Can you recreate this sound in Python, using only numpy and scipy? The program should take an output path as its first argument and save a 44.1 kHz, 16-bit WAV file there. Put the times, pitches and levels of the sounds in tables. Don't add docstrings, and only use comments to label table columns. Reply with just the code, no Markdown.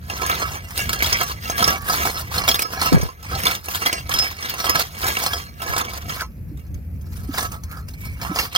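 import sys
import numpy as np
from scipy import signal
from scipy.fft import rfft, irfft, next_fast_len
from scipy.io import wavfile
from scipy.ndimage import uniform_filter1d, map_coordinates

SR = 44100
rng = np.random.default_rng(int(sys.argv[2]) if len(sys.argv) > 2 else 0)


def transcribe(u):
    v = np.clip(np.atleast_2d(u).T, -1, 1)
    q = np.round(v * 32767).astype(np.int16)
    wavfile.write(sys.argv[1], SR, q)


N = 378245


def amp(db):
    return 10 ** (np.asarray(db) / 20)


def unit(x):
    return x / np.sqrt(np.mean(x ** 2) + 1e-20)


def along(points, hz):
    f, v = np.transpose(points)
    return np.interp(np.log(hz + 1), np.log(f + 1), v)


def curves(rows):
    s, *cols = np.transpose(rows)
    return [np.interp(np.arange(N) / SR, s, c) for c in cols]


def wobble(rate):
    knots = rng.standard_normal(int(N / SR * 200) + 4)
    return map_coordinates(knots, [np.arange(N) * rate / SR])


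def filtered(x, response):
    m = next_fast_len(N + SR // 2)
    return irfft(rfft(x, m) * response(np.fft.rfftfreq(m, 1 / SR)), m)[..., :N]


def mode(x, hz, width_hz):
    r, w = np.exp(-np.pi * width_hz / SR), 2 * np.pi * hz / SR
    return signal.lfilter([0, np.sin(w)], [1, -2 * r * np.cos(w), r * r], x)


def contacts(rate, spread_db):
    chance, size, sign = rng.random((3, N))
    heights = amp(-spread_db * np.log(size + .02))
    return unit((chance < rate / SR) * heights * np.sign(sign - .5))


def patchy(x, depth_db):
    z = signal.stft(x, nperseg=256)[2]
    field = rng.standard_normal(z.shape[-2:])
    field = uniform_filter1d(uniform_filter1d(field, size=3, axis=0), size=6, axis=1)
    return signal.istft(z * amp(depth_db * unit(field)), nperseg=256)[1][..., :N]


# (full pressure from [s], until [s], scrape level there [dB], scrape level at the end [dB],
# rise [s], fall [s], tine rattle over the scrape [dB], grit over the scrape [dB])
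STROKE_PULLS = [(0.102, 0.18, -35, -31.5, 0.1, .05, -4.5, -8),
                (0.207, 0.377, -31, -30.5, 0.053, 0.11, -0.5, -8),
                (0.413, 0.564, -30, -31.5, 0.047, .1, -3, -8.5),
                (0.795, 0.852, -33.5, -30.5, 0.1, .04, 1.5, -1.5),
                (0.894, 0.957, -37, -38.5, 0.028, .04, 1, -5), (1.007, 1.3, -28, -33.5, 0.033, .1, 2, -5),
                (1.461, 1.52, -34, -39, .07, .04, 1, -3.5), (1.61, 1.76, -21, -28, 0.079, .1, -3.5, -7),
                (1.888, 2.083, -23.5, -22, .05, 0.081, -4.5, -5),
                (2.15, 2.198, -36.5, -29, 0.13, 0.046, -2.5, -2.5),
                (2.345, 2.64, -27.5, -37, 0.075, .07, -1, -5),
                (2.727, 2.79, -30, -34, 0.055, .04, -4.5, -8.5),
                (2.82, 2.864, -25, -20.5, 0.055, 0.058, -1.5, -6.5),
                (2.92, 3.06, -29, -35, .03, .1, -2.5, -8), (3.319, 3.55, -28, -28.5, 0.091, .05, -2, -9),
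                (3.687, 3.77, -34.5, -34, 0.077, 0.057, -1, -1),
                (3.815, 3.984, -27.5, -32.5, 0.037, .08, 1.5, -5),
                (4.116, 4.27, -29, -31.5, 0.041, .09, 1.5, -7),
                (4.444, 4.618, -34.5, -37, 0.11, 0.084, 3.5, -4.5),
                (4.64, 4.8, -29, -24.5, .04, 0.072, 0, -7),
                (5.029, 5.254, -27, -27.5, 0.14, 0.032, -0.5, -4),
                (5.27, 5.369, -34.5, -33, .04, 0.13, 1, -3),
                (5.62, 5.693, -32.5, -30.5, .05, 0.065, -4, -9.5),
                (5.73, 5.98, -29, -33.5, .04, .07, -5, -12),
                (6.1, 6.233, -31.5, -35.5, 0.06, 0.025, 0, -4.5),
                (7.13, 7.25, -51, -49.5, 0.13, .08, -4, 0.5),
                (7.344, 7.462, -34.5, -34, 0.048, 0.037, -1.5, -3),
                (7.516, 7.56, -41, -41.5, 0.029, .05, -10, -3.5),
                (7.694, 7.8, -59, -53.5, 0.065, .06, -4, 4.5), (8.062, 8.15, -50.5, -59, 0.14, .06, 2, 7),
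                (8.24, 8.31, -25, -33, 0.047, .04, -9, -11.5),
                (8.364, 8.46, -21.5, -32.5, 0.023, .05, -0.5, -3),
                (8.552, 8.58, -44, -47, 0.062, .05, 9.5, -14)]
EDGE_DB = 20
REST_DB = -68.5
SURGE_DB, SURGE_RISE_S, SURGE_FALL_S = -22.5, 0.0031, 0.022


def strokes():
    t = np.arange(N) / SR
    scrape = np.full(N, amp(REST_DB))
    rattle, grit = scrape.copy(), scrape.copy()
    for start, end, first_db, last_db, rise, fall, rattle_db, grit_db in STROKE_PULLS:
        outside = np.maximum(start - t, 0) / rise + np.maximum(t - end, 0) / fall
        press = amp(np.interp(t, [start, end], [first_db, last_db]) - EDGE_DB * outside)
        scrape = scrape + press
        rattle = rattle + press * amp(rattle_db)
        grit = grit + press * amp(grit_db)
    surge = np.zeros(N)
    for s, db, *_ in LOUD_STONES:
        surge += amp(db + SURGE_DB) * np.exp(np.minimum((t - s) / SURGE_RISE_S, (s - t) / SURGE_FALL_S))
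    return scrape + surge, rattle / scrape, grit / scrape


# (time [s], level [dB], struck pitch [Hz], head knock [dB], tine ring [dB])
LOUD_STONES = [(0.0989, -21.5, 2520, -6, -2), (0.2181, -15.5, 2310, -1.5, -4),
               (0.2635, -11.5, 5300, -11, -14), (0.2964, -11.5, 2300, -3.5, -24),
               (0.4193, -23, 2030, 3, 0.5), (0.707, -24, 5200, -19, -20), (0.7588, -25, 4480, -24, -25),
               (0.7765, -12, 4060, -21, -26), (0.8926, -10, 4260, -14, -10.5),
               (0.9304, -7.5, 3250, -23, -34), (0.989, -22, 4100, -11, -2), (1.026, -12, 3300, -27, -9),
               (1.044, -19, 3380, -29, 5), (1.0615, -12, 3340, -24, -16), (1.1282, -10.5, 5230, -9, 3),
               (1.212, -9, 2160, -6.5, -10), (1.4986, -15, 6220, -2.5, -7),
               (1.5793, -11.5, 5300, -15, -12.5), (1.6253, -8, 5630, -3.5, -15),
               (1.6424, -7.5, 5230, -41, -4.5), (1.6778, -6.5, 5800, -7, -5.5),
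               (1.7042, -16.5, 3870, -19, -6), (1.8977, -17.5, 4870, 4, 0), (1.949, -25, 4260, -25, -6),
               (2.0525, -13, 5580, -1.5, -19), (2.1728, -28, 4300, -14, 3), (2.3816, -15.5, 4320, -3, 0),
               (2.4383, -20, 4160, -2, -5), (2.4789, -7, 3180, -9, -23), (2.4876, -2.5, 3377, -27, -6),
               (2.5155, -15.5, 3300, -23, 0), (2.5436, -7, 3600, -15.5, -16),
               (2.5545, -13.5, 4240, -15, -4), (2.592, -8.5, 2510, -15, -17), (2.6204, -7, 5100, -33, -22),
               (2.815, -12.5, 4530, -9, -5), (2.9279, -10.5, 4300, -7, -13),
               (3.0139, -20.5, 6140, -14, -1.5), (3.2276, -25.5, 5140, -11, -14),
               (3.3513, -21, 4240, -22, 2), (3.435, -11, 2780, -21, -15), (3.4529, -6, 5040, -23.5, -38),
               (3.4675, -5, 3670, -15, -6), (3.5508, -14.5, 3620, -47, -13),
               (3.6847, -17.5, 2760, -3.5, -19), (3.7475, -18.5, 3180, -8, -11.5),
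               (3.8602, -6.5, 3260, -9, -15.5), (3.928, -6.5, 2970, -31, -14), (4.0934, -15, 2260, -6, -16),
               (4.139, -5.5, 3248, -17, -6.5), (4.1873, -9.5, 5226, -34.5, -3.5),
               (4.2241, -18.5, 2900, -6, -2), (4.4255, -24.5, 5430, -9, 1.5),
               (4.4562, -19.5, 2330, -12, -6), (4.5393, -16, 2760, -9.5, -16), (4.6014, -17, 5820, -46, -5),
               (4.6418, -17, 3310, -4.5, -13), (4.6661, -17.5, 3160, -4, -2), (4.695, -2.5, 5000, -34, -19),
               (4.7556, -10, 2280, -10, -11), (4.7943, -4.5, 2140, -21, -22),
               (5.0417, -12, 5550, -19.5, -19), (5.083, -9.5, 3870, -19, -13), (5.1684, -14, 2730, -7, -6),
               (5.2628, -8.5, 4230, -8, -4.5), (5.3333, -18.5, 3280, -5, 5),
               (5.618, -16.5, 3310, -11.5, -26.5), (5.7356, -18, 2250, 0, -6),
               (5.7641, -15, 2190, -2.5, -4), (5.7804, -4.5, 3170, -31.5, -23), (5.8107, -18, 3800, -2, -6),
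               (5.9345, -19.5, 4880, -10, -13), (6.0966, -23.5, 3210, -8.5, -7),
               (6.2188, -32.5, 3980, -14, -4.5), (6.5735, -37.5, 2100, -29, -22),
               (6.5944, -43.5, 2210, -19, -13), (6.6665, -46, 6160, -22, -12),
               (6.7426, -33.5, 6400, -31, -21), (7.012, -46.5, 6510, -24, -0.5),
               (7.129, -47, 5430, -22, -14), (7.177, -39, 1950, -10, -18), (7.3108, -38, 1960, -26, -16),
               (7.3392, -31, 4940, -22, 1), (7.3821, -12, 1940, -8, -18), (7.428, -15.5, 2050, -18, -17.5),
               (7.5186, -22.5, 2630, -29, -24), (7.636, -24.5, 6350, -32, -21),
               (7.7134, -31.5, 2160, -12, -17), (7.7707, -32, 4800, -10, -16),
               (7.8856, -26, 4870, -32, -22), (7.937, -32, 4210, -40, -10),
               (8.0523, -29.5, 4300, -14.5, -14), (8.2147, -24.5, 2190, -10, 0),
               (8.2495, -28.5, 2620, 5.5, 1), (8.3595, -16, 4940, -6.5, -10.5), (8.388, -16.5, 2880, -6, 3),
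               (8.528, -23, 3200, -21, -23), (8.55, -15.5, 4530, -1, -2), (8.5604, -17, 3150, -4.5, 6)]
# (frequency [Hz], width [Hz], level [dB])
RAKE_MODES = [(506.6, 33, -8), (705, 20.6, -2.5), (767.4, 25, -1), (886, 8.8, -13.5), (1041, 38, 3),
              (1143, 4.5, -9), (1302.5, 25, 5), (1660, 37, 6), (2038, 97, 3), (2256, 61, 4.5),
              (2767, 56, 1), (3210, 40, -7.5), (3270, 66, -16), (3526, 50, -18.5), (4232, 57, -1),
              (4845, 22, -5.5), (5150, 9.4, -16), (5306, 69, -4), (5574, 23, -8), (6080, 27, -3),
              (6340, 32, -7.5), (8260, 250, -7)]


def rake(scrape, rattle):
    bumps = contacts(400, spread_db=4) + 0.17 * rng.standard_normal(N)
    bumps *= amp(1.5 * wobble(25))
    s, peak_db, tine_hz, knock_db, ring_db = np.transpose(LOUD_STONES)
    at = np.round(s * SR).astype(int)
    modes_hz = np.transpose(RAKE_MODES)[0]
    struck_hz = modes_hz[np.argmin(np.abs(tine_hz[:, None] - modes_hz), axis=1)]
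    head = np.zeros(N)
    for hz, width_hz, db in RAKE_MODES:
        high = np.clip(np.log2(hz / 1500) / .5, 0, 1)
        push = bumps * amp(4.9 * wobble(20))
        push *= amp(db - 12.5) / np.std(mode(push, hz, width_hz))
        push *= scrape * rattle ** high
        tine_db = ring_db - 16 * (struck_hz != hz)
        spread, side = rng.standard_normal((2, len(s)))
        hit_db = peak_db + (1 - high) * (knock_db + db - 6) + high * tine_db + 2 * spread
        push[at] += np.sign(side) * amp(hit_db)
        head += mode(push, hz, width_hz)
    return head


def stones():
    out, t = np.zeros(N + SR), np.arange(SR // 20) / SR
    for s, db, hz, *_ in LOUD_STONES:
        clack = .5 * np.sin(2 * np.pi * hz * t) * amp(-60 * t / 0.018)
        crunch = 0.29 * rng.standard_normal(len(t)) * amp(-60 * t / 0.042)
        crunch += 0.49 * rng.standard_normal(len(t)) * amp(-60 * t / 0.009)
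        out[round(s * SR):][:len(t)] += amp(db) * (clack + crunch) * (1 - np.exp(-t / 0.00053))
    return patchy(out[:N], depth_db=4.5)


# (frequency [Hz], gain [dB])
SAND_COLOUR = [(60, -41), (150, 1.5), (300, -4), (600, -4), (1300, 5.5), (2500, -1.5), (5000, -2),
               (8000, -10.5), (11000, -9), (14000, -5.5), (16500, -7.5)]


def gravel(scrape, rattle, grit):
    clumps = amp(3.26 * wobble(60) + 1.72 * wobble(18))
    t = np.arange(400) / SR
    pebbles = np.zeros(N)
    for hz in np.geomspace(700, 15000, 14):
        tick = np.sin(2 * np.pi * hz * t) * amp(-60 * t * hz / 12)
        pebbles += signal.fftconvolve(contacts(120, spread_db=5), tick * np.sqrt(hz / 3000))[:N]
    near = unit(pebbles) + 0.61 * rng.standard_normal(N)
    flow = patchy(unit(clumps) * np.vstack([near, rng.standard_normal((2, N))]), depth_db=3)

    def below(hz, edge_hz):
        return 1 / (1 + (hz / edge_hz) ** 4)

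    def band(lo_hz, hi_hz):
        return unit(filtered(flow, lambda hz: amp(along(SAND_COLOUR, hz)) * (below(hz, hi_hz) - below(hz, lo_hz))))

    low, mid, high = band(1, 1800), band(1800, 6500), band(6500, SR)
    stones_near = scrape * (amp(-10) * low[0] + amp(-12) * rattle * mid[0] + grit * high[0])
    sand_wide = scrape * (amp(-14) * low[1:] + amp(-6.5) * rattle * mid[1:] + amp(-3) * grit * high[1:])
    return stones_near, sand_wide


# (time [s], half-length to 1/e [s], frequency [Hz], level [dB])
TINE_RUBS = [(7.76, .06, 1310, -39), (7.74, .05, 1660, -46), (8.07, .1, 2275, -43), (3.33, .04, 1300, -34)]


def rubs():
    t, out = np.arange(N) / SR, np.zeros(N)
    for s, length, hz, db in TINE_RUBS:
        swell = np.exp(-((t - s) / length) ** 2)
        out += amp(db) * swell * unit(mode(rng.standard_normal(N), hz, 70))
    return out


# (time [s], level [dB], frequency [Hz], decay by 60 dB [s])
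LOW_THUMPS = [(1.616, -8.5, 184, 0.034), (1.674, -16, 167, 0.059), (2.369, -20.5, 176, 0.07),
              (2.938, -16.5, 165, 0.15), (3.435, -17, 171, 0.048), (4.136, -44, 191, 0.085),
              (4.754, -25.5, 163, 0.1), (6.515, -23, 293, 0.062), (7.29, -11, 272, 0.045),
              (8.296, -13.5, 183, 0.066), (8.311, -13.5, 304, 0.05)]


def thumps():
    out, t = np.zeros(N + SR), np.arange(SR // 4) / SR
    for s, db, hz, t60 in LOW_THUMPS:
        knock = np.sin(2 * np.pi * hz * t) * (1 - np.exp(-t / 0.0056))
        out[round(s * SR):][:len(t)] += amp(db + 2.5 - 60 * t / t60) * knock
    return out[:N] * amp([[-1], [1]])


# (time [s], lag [samples])
LEFT_LAG = [(0, 12.2), (5.9, 12), (6.5, 9), (8.58, 9.5)]


def placed(x):
    t = np.arange(SR // 20) / SR
    turn = 2 * np.pi * np.arange(N) / SR * 7 + np.arange(4)[:, None] * np.pi / 2
    tails = rng.standard_normal((2, 4, len(t))) * amp(-60 * t / .025)
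    tails /= np.linalg.norm(tails[0, 0])
    turned = x * np.maximum(np.sin(turn), 0)
    scatter = signal.fftconvolve(turned[None], tails, axes=2).sum(1)[:, :N]
    left = map_coordinates(x, [np.arange(N) - curves(LEFT_LAG)[0] - 1.6 * wobble(10)], order=5)
    direct = amp([[-1], [1]]) * np.array([left, x])
    return direct + amp(-1) * filtered(scatter, lambda hz: hz / (hz + 2000))


# (time [s], level [dB], swing frequency [Hz])
CAMERA_JOLTS = [(2.922, -3.5, 262), (2.932, -5.5, 162), (2.944, 0, 170), (2.962, -5.5, 110.5),
                (2.976, -12.5, 377), (2.993, -16.5, 80), (3, -21, 500), (3.028, -11, 140),
                (3.05, -17.5, 90.5), (5.688, -22, 71)]
JOLT_CYCLES = 0.54
JOLT_RATTLE_DB, JOLT_RATTLE_HZ = -14.5, 590


def jolts():
    out, t = np.zeros((2, N + SR)), np.arange(SR // 5) / SR
    noise = rng.standard_normal((2, N))
    rattle = unit(filtered(noise, lambda hz: 1 / (1 + (hz / JOLT_RATTLE_HZ) ** 2)))
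    late = np.maximum(t - np.array([[.0006], [0]]), 0)
    for s, db, hz in CAMERA_JOLTS:
        at = round(s * SR)
        swing = np.sin(2 * np.pi * hz * late) * [[1], [-1]]
        swing = swing + amp(JOLT_RATTLE_DB) * rattle[:, at:at + len(t)]
        u = late * hz / JOLT_CYCLES
        out[:, at:at + len(t)] += amp(db) * u * np.exp(1 - u) * swing
    return out[:, :N]


# (time [s], level [dB])
FAR_LEVEL = [(0, -31.5), (.15, -34.5), (.45, -32.5), (.7, -35), (1.12, -29), (1.3, -34.5), (1.65, -29.5),
             (1.78, -33), (2.05, -30.5), (2.14, -35.5), (2.41, -28), (2.68, -41), (2.96, -26), (3.14, -47),
             (3.35, -31), (3.65, -41.5), (4.15, -32), (4.27, -39.5), (5.15, -35.5), (5.9, -36), (6.6, -31),
             (7.17, -29), (7.9, -31.5), (8.2, -31.5), (8.41, -31.5), (8.58, -38)]
# (frequency [Hz], gain [dB])
RUMBLE_COLOUR = [(12, -49), (20, -27), (64, 0), (81, 1), (108, -7.5), (154, -10.5), (183, -12.5),
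                 (300, -25), (363, -31), (900, -51), (1170, -89), (1980, -120)]
# (frequency [Hz], gain [dB])
AIR_COLOUR = [(290, -8), (500, -5), (906, -19), (2540, -16), (3200, -33.5), (7210, -31.5), (8700, -36.5),
              (11500, -18), (14500, -18.5), (16000, -29)]
AIR_DB = -54


def background():
    shared, left, right = rng.standard_normal((3, N))
    lumps = amp(1.8 * wobble(12))
    both = np.array([shared + 0.34 * left, shared + 0.32 * right]) * lumps
    rumble = filtered(both, lambda hz: amp(along(RUMBLE_COLOUR, hz)))
    air = filtered(rng.standard_normal((2, N)), lambda hz: amp(along(AIR_COLOUR, hz)))
    return amp(curves(FAR_LEVEL)[0]) * unit(rumble) + amp(AIR_DB) * unit(air)


def scene():
    scrape, rattle, grit = strokes()
    pebbles, sand = gravel(scrape, rattle, grit)
    at_rake = rake(scrape, rattle) + rubs() + stones() + pebbles
    return placed(at_rake) + sand + thumps() + jolts() + background()


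BASS_HZ, TOP_HZ = 29.7, 15900


def record(dry):
    dry = filtered(dry, lambda hz: 1j * hz / (BASS_HZ + 1j * hz))
    rounded = dry / (1 + np.abs(dry) ** 8) ** (1 / 8)
    return filtered(rounded, lambda hz: hz < TOP_HZ)


dry = scene()
out = record(dry)
transcribe(out)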